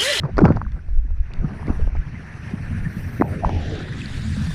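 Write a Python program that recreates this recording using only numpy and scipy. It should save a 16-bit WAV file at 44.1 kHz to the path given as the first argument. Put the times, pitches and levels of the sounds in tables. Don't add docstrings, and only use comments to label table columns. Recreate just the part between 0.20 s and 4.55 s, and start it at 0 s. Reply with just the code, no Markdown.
import sys
import numpy as np
from scipy import signal
from scipy.fft import rfft, irfft, next_fast_len
from scipy.io import wavfile
from scipy.ndimage import uniform_filter1d, minimum_filter1d, map_coordinates

SR = 44100
rng = np.random.default_rng(int(sys.argv[2]) if len(sys.argv) > 2 else 0)


def dump_mix(stems):
    frames = np.atleast_2d(stems).T
    limited = np.clip(frames, -1, 1)
    pcm = np.round(limited * 32767).astype(np.int16)
    wavfile.write(sys.argv[1], SR, pcm)


N = 191733
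TIME = np.arange(N) / SR

# t/s, nominal level/dB, first pitch f/Hz, length/s
GULPS_AND_HUMS = [(.033, -17, 168.5, 0.036), (.0375, -30, 600, .003), (.055, -31, 620, .003),
                  (.172, -27, 1900, .003), (0.18, -20, 353, 0.012), (0.216, -7, 387, 0.0193),
                  (0.231, -2.5, 241, 0.034), (.252, -5, 600, 0.0033), (.253, -7.5, 2300, 0.0016),
                  (.293, -17, 197, 0.011), (.305, -2, 356, .0028), (.3225, -19.5, 2040, 0.00081),
                  (0.371, -13.5, 870, 0.0013), (0.416, -15, 1165, .0018), (.45, -36, 1550, 0.0045),
                  (.465, -33, 1170, 0.0034), (.522, -39.5, 1950, .003), (.566, -34, 760, 0.00082),
                  (0.591, -38.5, 1530, .005), (0.686, -36, 520, 0.0012), (0.849, -38, 270, 0.013),
                  (0.906, -33.5, 615, 0.00071), (1.1362, -29, 2300, .0006), (1.243, -12, 191, 0.017),
                  (1.32, -25, 216, .014), (1.429, -30.5, 990, 0.0033), (1.481, -18, 320, .0081),
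                  (1.5, -15.5, 292, 0.013), (1.595, -29, 480, 0.0084), (1.675, -23, 504, 0.0019),
                  (1.952, -34, 2076, .017), (1.994, -28.5, 200, 0.0095), (2.336, -22, 237, 0.014),
                  (2.655, -29.5, 1797, 0.016), (2.655, -18, 175, 0.031), (2.766, -17.5, 177, .018),
                  (3, -15, 323, 0.0052), (3.0113, -4.5, 372, 0.0079), (3.011, -17, 2000, 0.0032),
                  (3.0213, -3, 940, 0.0015), (3.225, -26, 730, 0.007), (3.235, -18, 726, 0.011),
                  (3.247, -9.5, 994, 0.0042), (3.253, -15, 77, 0.02), (3.328, -20, 92, 0.14),
                  (3.516, -30.5, 460, .056), (3.816, -19, 2590, 0.0058), (4.03, -28.5, 228.3, .15),
                  (4.166, -31.5, 520, 0.0051), (4.168, -22.5, 232.5, 0.051), (4.27, -20, 179, 0.055)]


def amp(db):
    return 10 ** (np.asarray(db) / 20)


def unit(x):
    return x / np.sqrt(np.mean(x ** 2) + 1e-20)


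def colour(points):
    f, level_db = np.transpose(points)
    return lambda hz: amp(np.interp(np.log(hz + 1), np.log(f + 1), level_db, -120, -120))


def curves(rows):
    s, *columns = np.transpose(rows)
    return [np.interp(TIME, s, column) for column in columns]


def wobble(rate):
    return map_coordinates(rng.standard_normal(int(N * rate / SR) + 4), [TIME * rate])


def swells(rows, rise):
    total = 0
    for s, db, fall in rows:
        slope_s = max(fall, .003) * np.where(TIME < s, rise, 1)
        total = total + amp(db - 20 * np.abs(TIME - s) / slope_s)
    return total


def filtered(x, response):
    m = next_fast_len(N + SR // 2)
    return irfft(rfft(x, m) * response(np.fft.rfftfreq(m, 1 / SR)), m)[:N]


def muffled(x, edge_hz):
    return filtered(x, lambda hz: 1 / np.sqrt(1 + (hz / edge_hz) ** 8))


def rush(response, patchy_db=0, edge_hz=None, steep=0, size=512):
    hz, t, z = signal.stft(filtered(rng.standard_normal(N), response), SR, nperseg=size)
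    field = uniform_filter1d(rng.standard_normal(z.shape), size=6, axis=0)
    field = uniform_filter1d(field, size=6, axis=1)
    z = z * amp(patchy_db * unit(field))
    if edge_hz is not None:
        gate = 1 / (1 + (hz[:, None] / np.interp(t, TIME, edge_hz)) ** steep)
        power = response(hz)[:, None] ** 2
        z = z * gate / np.sqrt((power * gate ** 2).sum(0) / power.sum())
    return unit(signal.istft(z, SR, nperseg=size)[1][:N])


def bubbles(count, hz, spread, cycles, size_db):
    draw = rng.random((count, 2))
    steps = np.arange(SR // 100)
    pitch_hz = hz * np.exp(spread * rng.standard_normal(count))
    turns = pitch_hz[:, None] * steps / SR
    life = (1 - np.exp(-turns / 1.4)) * np.exp(-turns / cycles)
    strength = amp(-size_db * np.log(draw[:, 1:] + 1e-4))
    grains = strength * life * np.sin(2 * np.pi * turns * (1 + .01 * turns))
    where = (draw[:, :1] * N).astype(int) + steps
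    return unit(np.bincount(where.ravel(), grains.ravel(), minlength=N)[:N])


def brook():
    # t/s, then level/dB of
    # the ring near 1.7 kHz, the hiss near 5 kHz, the fizz near 9 kHz and the fizz near 13 kHz
    bands = [(0, -52.5, -68.5, -81, -99), (.25, -51.5, -63, -80, -99), (.57, -57.5, -69, -78, -103),
             (.81, -61.5, -72, -84, -104), (.97, -58, -70.5, -82, -100), (1.16, -49.5, -64.5, -78, -103),
             (1.47, -46.5, -59.5, -65.5, -86), (1.65, -51, -61.5, -70, -85.5), (1.72, -49.5, -64, -80, -97),
             (2.17, -44.5, -58, -67.5, -87), (2.55, -44, -58, -63.5, -78), (2.75, -45, -56.5, -63, -64),
             (3.07, -41, -55.5, -60, -56.5), (3.15, -41.5, -54.5, -58.5, -75),
             (3.31, -45.5, -53, -68.5, -84), (3.49, -44, -47, -69.5, -87), (3.7, -43.5, -51, -67, -84),
             (3.9, -42.5, -46, -60.5, -77), (4.2, -43, -46, -60, -74), (4.35, -43, -45.5, -53.5, -63.5)]
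    # t/s, open share (0-1), upper edge f/Hz, rising ring f/Hz, rising ring level/dB
    opening = [(3.05, 0.02, 3940, 2300, -79), (3.15, 0, 4200, 2370, -54), (3.3, 0, 4800, 2750, -49),
               (3.4, 0.5, 5500, 3240, -51), (3.6, 1, 6500, 3800, -50), (3.85, 1, 9400, 3800, -50),
               (4.1, 0.97, 11000, 3700, -55), (4.35, 0.7, 14000, 3680, -65)]
    # f/Hz, relative level/dB
    wet_colour = [(250, 1), (380, -7), (700, -11.5), (1150, -11), (1750, -1.5), (2150, -10.5), (2600, -12),
                  (3150, -23), (4000, -48.5)]
    # f/Hz, relative level/dB
    veiled_colour = [(2500, -22), (3300, -3.5), (4300, -0.5), (5100, -4), (5800, 1.5), (6500, -9.5),
                     (7400, -22), (9000, -42)]
    # f/Hz, relative level/dB
    clear_colour = [(1800, -31.5), (2400, -9.5), (2900, -6), (3550, 0.5), (6200, -12), (7000, -8.5),
                    (9600, -13), (12000, -59), (15300, -51)]
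    # f/Hz, relative level/dB
    rising_colour = [(1700, -39.5), (2300, -16), (3800, 0), (5000, -0.5)]
    # centre f/Hz, spread f/Hz
    fizz_bands = [(9300, 1120), (13300, 990)]
    covered_s, covered_db, uncover_s = 3.024, -14, 0.055

    ring_db, hiss_db, *fizz_db = curves(bands)
    share, edge_hz, rising_hz, rising_db = curves(opening)
    share = np.clip(share, 0, 1)

    wet_bubbles = bubbles(count=1500, hz=1812, spread=0.175, cycles=5, size_db=2.5)
    wet = rush(colour(wet_colour), patchy_db=2.5) + amp(-7.5) * wet_bubbles

    clear = rush(colour(clear_colour), patchy_db=3.0, edge_hz=edge_hz, steep=4.5)
    spray = muffled(bubbles(count=3000, hz=4730, spread=.4, cycles=2.9, size_db=3.5), edge_hz=7000)
    veiled = rush(colour(veiled_colour), patchy_db=2.3)
    hiss = np.sqrt(1 - share) * veiled + amp(2.0) * np.sqrt(share) * (clear + amp(-4.0) * spray)

    rising = rush(colour(rising_colour), patchy_db=2.5, edge_hz=rising_hz, steep=14)

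    sound = amp(ring_db + 0.5) * wet + amp(hiss_db - 1.85) * hiss + amp(rising_db) * rising
    for db, (hz, spread_hz) in zip(fizz_db, fizz_bands):
        fizz = rush(lambda f: np.exp(-((f - hz) / spread_hz) ** 2 / 4), patchy_db=-2.5)
        sound = sound + amp(db - 0.4) * fizz

    dip = (TIME > covered_s) * np.exp(-np.abs(TIME - covered_s) / uncover_s)
    sound = sound * amp(covered_db * dip)
    return amp(.6 * wobble(14) + .9 * wobble(45)) * sound


def film():
    # t/s, edge f/Hz, level/dB before a 1 dB lift
    runoff = [(2.96, 686, -89.5), (2.99, 686, -55), (3.025, 1000, -32.5), (3.2, 576, -35),
              (3.27, 1100, -30.5), (3.33, 930, -31.5), (3.45, 800, -34.5), (3.6, 830, -35.5),
              (3.68, 556, -39.5), (3.92, 298, -44), (4.05, 282, -44)]
    edge_hz, level_db = curves(runoff)
    rustle_colour = colour([(150, 2.5), (300, -1.0), (700, -8.0), (1600, 0.0)])
    rustle = rush(rustle_colour, patchy_db=2.0, edge_hz=edge_hz, steep=60, size=1024)
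    return amp(level_db + 1.0) * rustle


def case():
    # f/Hz, relative level/dB
    slosh_colour = [(8.8, -24.5), (15, 7), (38, -1), (56, -2.5), (83, -8), (110, -57.5), (140, -54.5),
                    (240, -120)]
    # f/Hz, width f/Hz, relative level/dB
    wall_modes = [(87.2, 28.8, 2), (156.6, 31.2, -0.5), (217.5, 76, -6.5)]
    # peak t/s, level/dB, time to fall 20 dB t/s
    surges = [(0, -22, -0.35), (.18, -9, 0.07), (.36, -17, 0.03), (.47, -17, 0.1), (.56, -19.5, 0.03),
              (.69, -21, .08), (.78, -14.5, 0.13), (.91, -18, 0.17), (1.01, -17.5, 0.06),
              (1.19, -19.5, 0.14), (1.51, -14.5, 0.09), (1.63, -10.5, 0.1341), (1.79, -18.5, 0.07),
              (2.46, -27.5, 0.12), (2.63, -21, 0.05), (2.8, -29, 0.04), (2.96, -26, -0.03),
              (3.26, -21.5, 0.04), (3.37, -28.5, .3), (3.96, -29.5, 0.2), (4.35, -16, 0.1)]
    # t/s, thrum level/dB before a 3 dB cut
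    shaking = [(0, -21), (.13, -29.5), (.24, -14), (.38, -21), (.45, -30), (.65, -37.5), (1.02, -44.5),
               (1.2, -27), (1.55, -28.5), (1.85, -31.5), (2.25, -30.5), (2.58, -22.5), (2.73, -28.5),
               (3.0, -23.5), (3.35, -25), (3.63, -27.5), (4.2, -22), (4.35, -29)]
    surge_rise, calm_db = 0.6, -47.5
    jolt_hz, jolt_db, jolt_s = 400, -9, 0.042
    jolt_low_hz = 132

    def walls(f):
        total = 0
        for k, (centre, width, db) in enumerate(wall_modes):
            mode = 1j * f * width / (centre * centre - f * f + 1j * f * width)
            total = total + (-1) ** k * amp(db) * mode
        return total / (1 + (f / 260) ** 6)

    shoves = rng.standard_normal(N) * amp(2.0 * wobble(24.74))
    thrum = unit(filtered(shoves, walls))
    jolted = filtered(thrum, lambda f: 1 / np.sqrt(1 + (jolt_low_hz / (f + 1)) ** 6))
    jolts = [(s + length / 2, db + jolt_db, jolt_s)
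             for s, db, hz, length in GULPS_AND_HUMS if hz < jolt_hz]

    slosh = unit(filtered(rng.standard_normal(N), colour(slosh_colour)))
    sloshing = (amp(calm_db) + swells(surges, surge_rise)) * slosh
    thrumming = amp(curves(shaking)[0] - 3) * thrum
    return sloshing + thrumming + swells(jolts, rise=0.52) * jolted


def pour():
    # t/s, crackle level/dB before its trim, body over crackle level/dB
    slaps = [(0.0348, -54, 30), (0.053, -50, 26), (.17, -33, 6), (0.1813, -27, 21.5), (.189, -29, 23.5),
             (0.2048, -41, 24), (0.2142, -41.5, 26), (0.2408, -42.5, 33), (.247, -34.5, 21),
             (0.2538, -24.5, 24.5), (.259, -29.5, 15), (0.2647, -45, 24), (0.2806, -49, 30),
             (0.2874, -44, 22), (0.3024, -51, 23), (0.3233, -45, 3), (0.3623, -42, 0), (.3671, -39, 10),
             (.519, -45.5, -6), (1.1361, -31.5, -14), (1.291, -60, 3), (1.4694, -40, 10), (1.5273, -53, 3),
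             (1.5872, -49, 3), (1.7523, -46, 19), (1.764, -44, 13), (1.879, -47, 0), (2.31, -42, 2),
             (3.012, -46, 28), (3.2924, -33.5, 17.5), (3.5528, -32, -6), (4.141, -39, -20),
             (4.2694, -38, 5), (4.306, -34, 2)]
    # peak t/s, level/dB, time to fall 20 dB t/s
    washes = [(.05, -27, .04), (.088, -29, .016), (.208, -14, .025), (.26, -31.5, 0.1242),
              (.31, -30, 0.0762), (.37, -33, .012), (.415, -37.5, 0.02), (.568, -48, 0.05),
              (1.3, -39.5, 0.18), (1.5, -30, .06), (1.595, -42.5, 0.08), (1.68, -39, -0.08),
              (1.76, -29, -0.05), (2.01, -51, 0.2)]
    # t/s, level/dB
    trickle = [(0, -68.5), (.6, -61), (1.03, -58), (1.12, -49), (1.6, -49), (1.9, -60), (2.1, -48.5),
               (2.98, -45.5)]
    # f/Hz, relative level/dB
    pour_colour = [(240, -4.5), (400, -0.5), (470, -7.5), (720, -6.5), (1000, -9.5), (1550, -14),
                   (1850, -33.5), (2400, -31), (3200, -49.5)]
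    # f/Hz, relative level/dB
    crackle_colour = [(1200, -21), (2000, 2.5), (3200, -3.5), (4600, 1.5), (6300, -8), (9000, -21),
                      (13000, -41.5)]
    body_t60_s, crackle_t60_s = 0.019, 0.011
    wash_rise = .8

    body, crackle = np.zeros(N + SR), np.zeros(N + SR)
    t = np.arange(SR // 10) / SR
    rise = np.sin(np.pi / 2 * np.minimum(t / .0007, 1)) ** 2
    for s, db, body_db in slaps:
        start = round(s * SR)
        body[start:][:len(t)] += rise * amp(db + body_db - 60 * t / body_t60_s)
        crackle[start:][:len(t)] += rise * amp(db - 60 * t / crackle_t60_s)

    lumps = amp(2.8 * wobble(70) - 3.5)
    wash = (amp(curves(trickle)[0]) + swells(washes, wash_rise)) * lumps * (TIME < trickle[-1][0])
    dull = muffled((wash + body[:N]) * rush(colour(pour_colour), patchy_db=2.5), edge_hz=2220)
    bright_gain = amp(-1.5) * crackle[:N] + amp(-31.5) * wash
    return dull + bright_gain * rush(colour(crackle_colour), patchy_db=3.0)


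def gulps_and_hums():
    sag, sag_hz, sag_grows = 0.677, 650, .45
    out = np.zeros(N + SR)
    for s, db, first_hz, length in GULPS_AND_HUMS:
        u = np.arange(round(2.5 * length * SR)) / (length * SR)
        sink = sag * amp(sag_grows * db) / (1 + (first_hz / sag_hz) ** 2)
        hz = first_hz * (1 - sink) ** np.minimum(u, 1.2)
        swell = np.e * u / 0.23 * np.exp(-u / 0.27)
        out[round(s * SR):][:len(u)] += amp(db) * swell * np.sin(2 * np.pi * np.cumsum(hz) / SR)
    return out[:N]


def scene():
    return (brook() + film() + case() + pour() + muffled(gulps_and_hums(), edge_hz=1860))[None]


def record(dry):
    top_hz = 15290
    needed = np.minimum(1, .97 / (np.abs(dry[0]) + 1e-9))
    gain = uniform_filter1d(minimum_filter1d(needed, size=401), size=400)
    return filtered(gain * dry[0], lambda hz: hz < top_hz)[None]


dry = scene()
out = record(dry)
dump_mix(out)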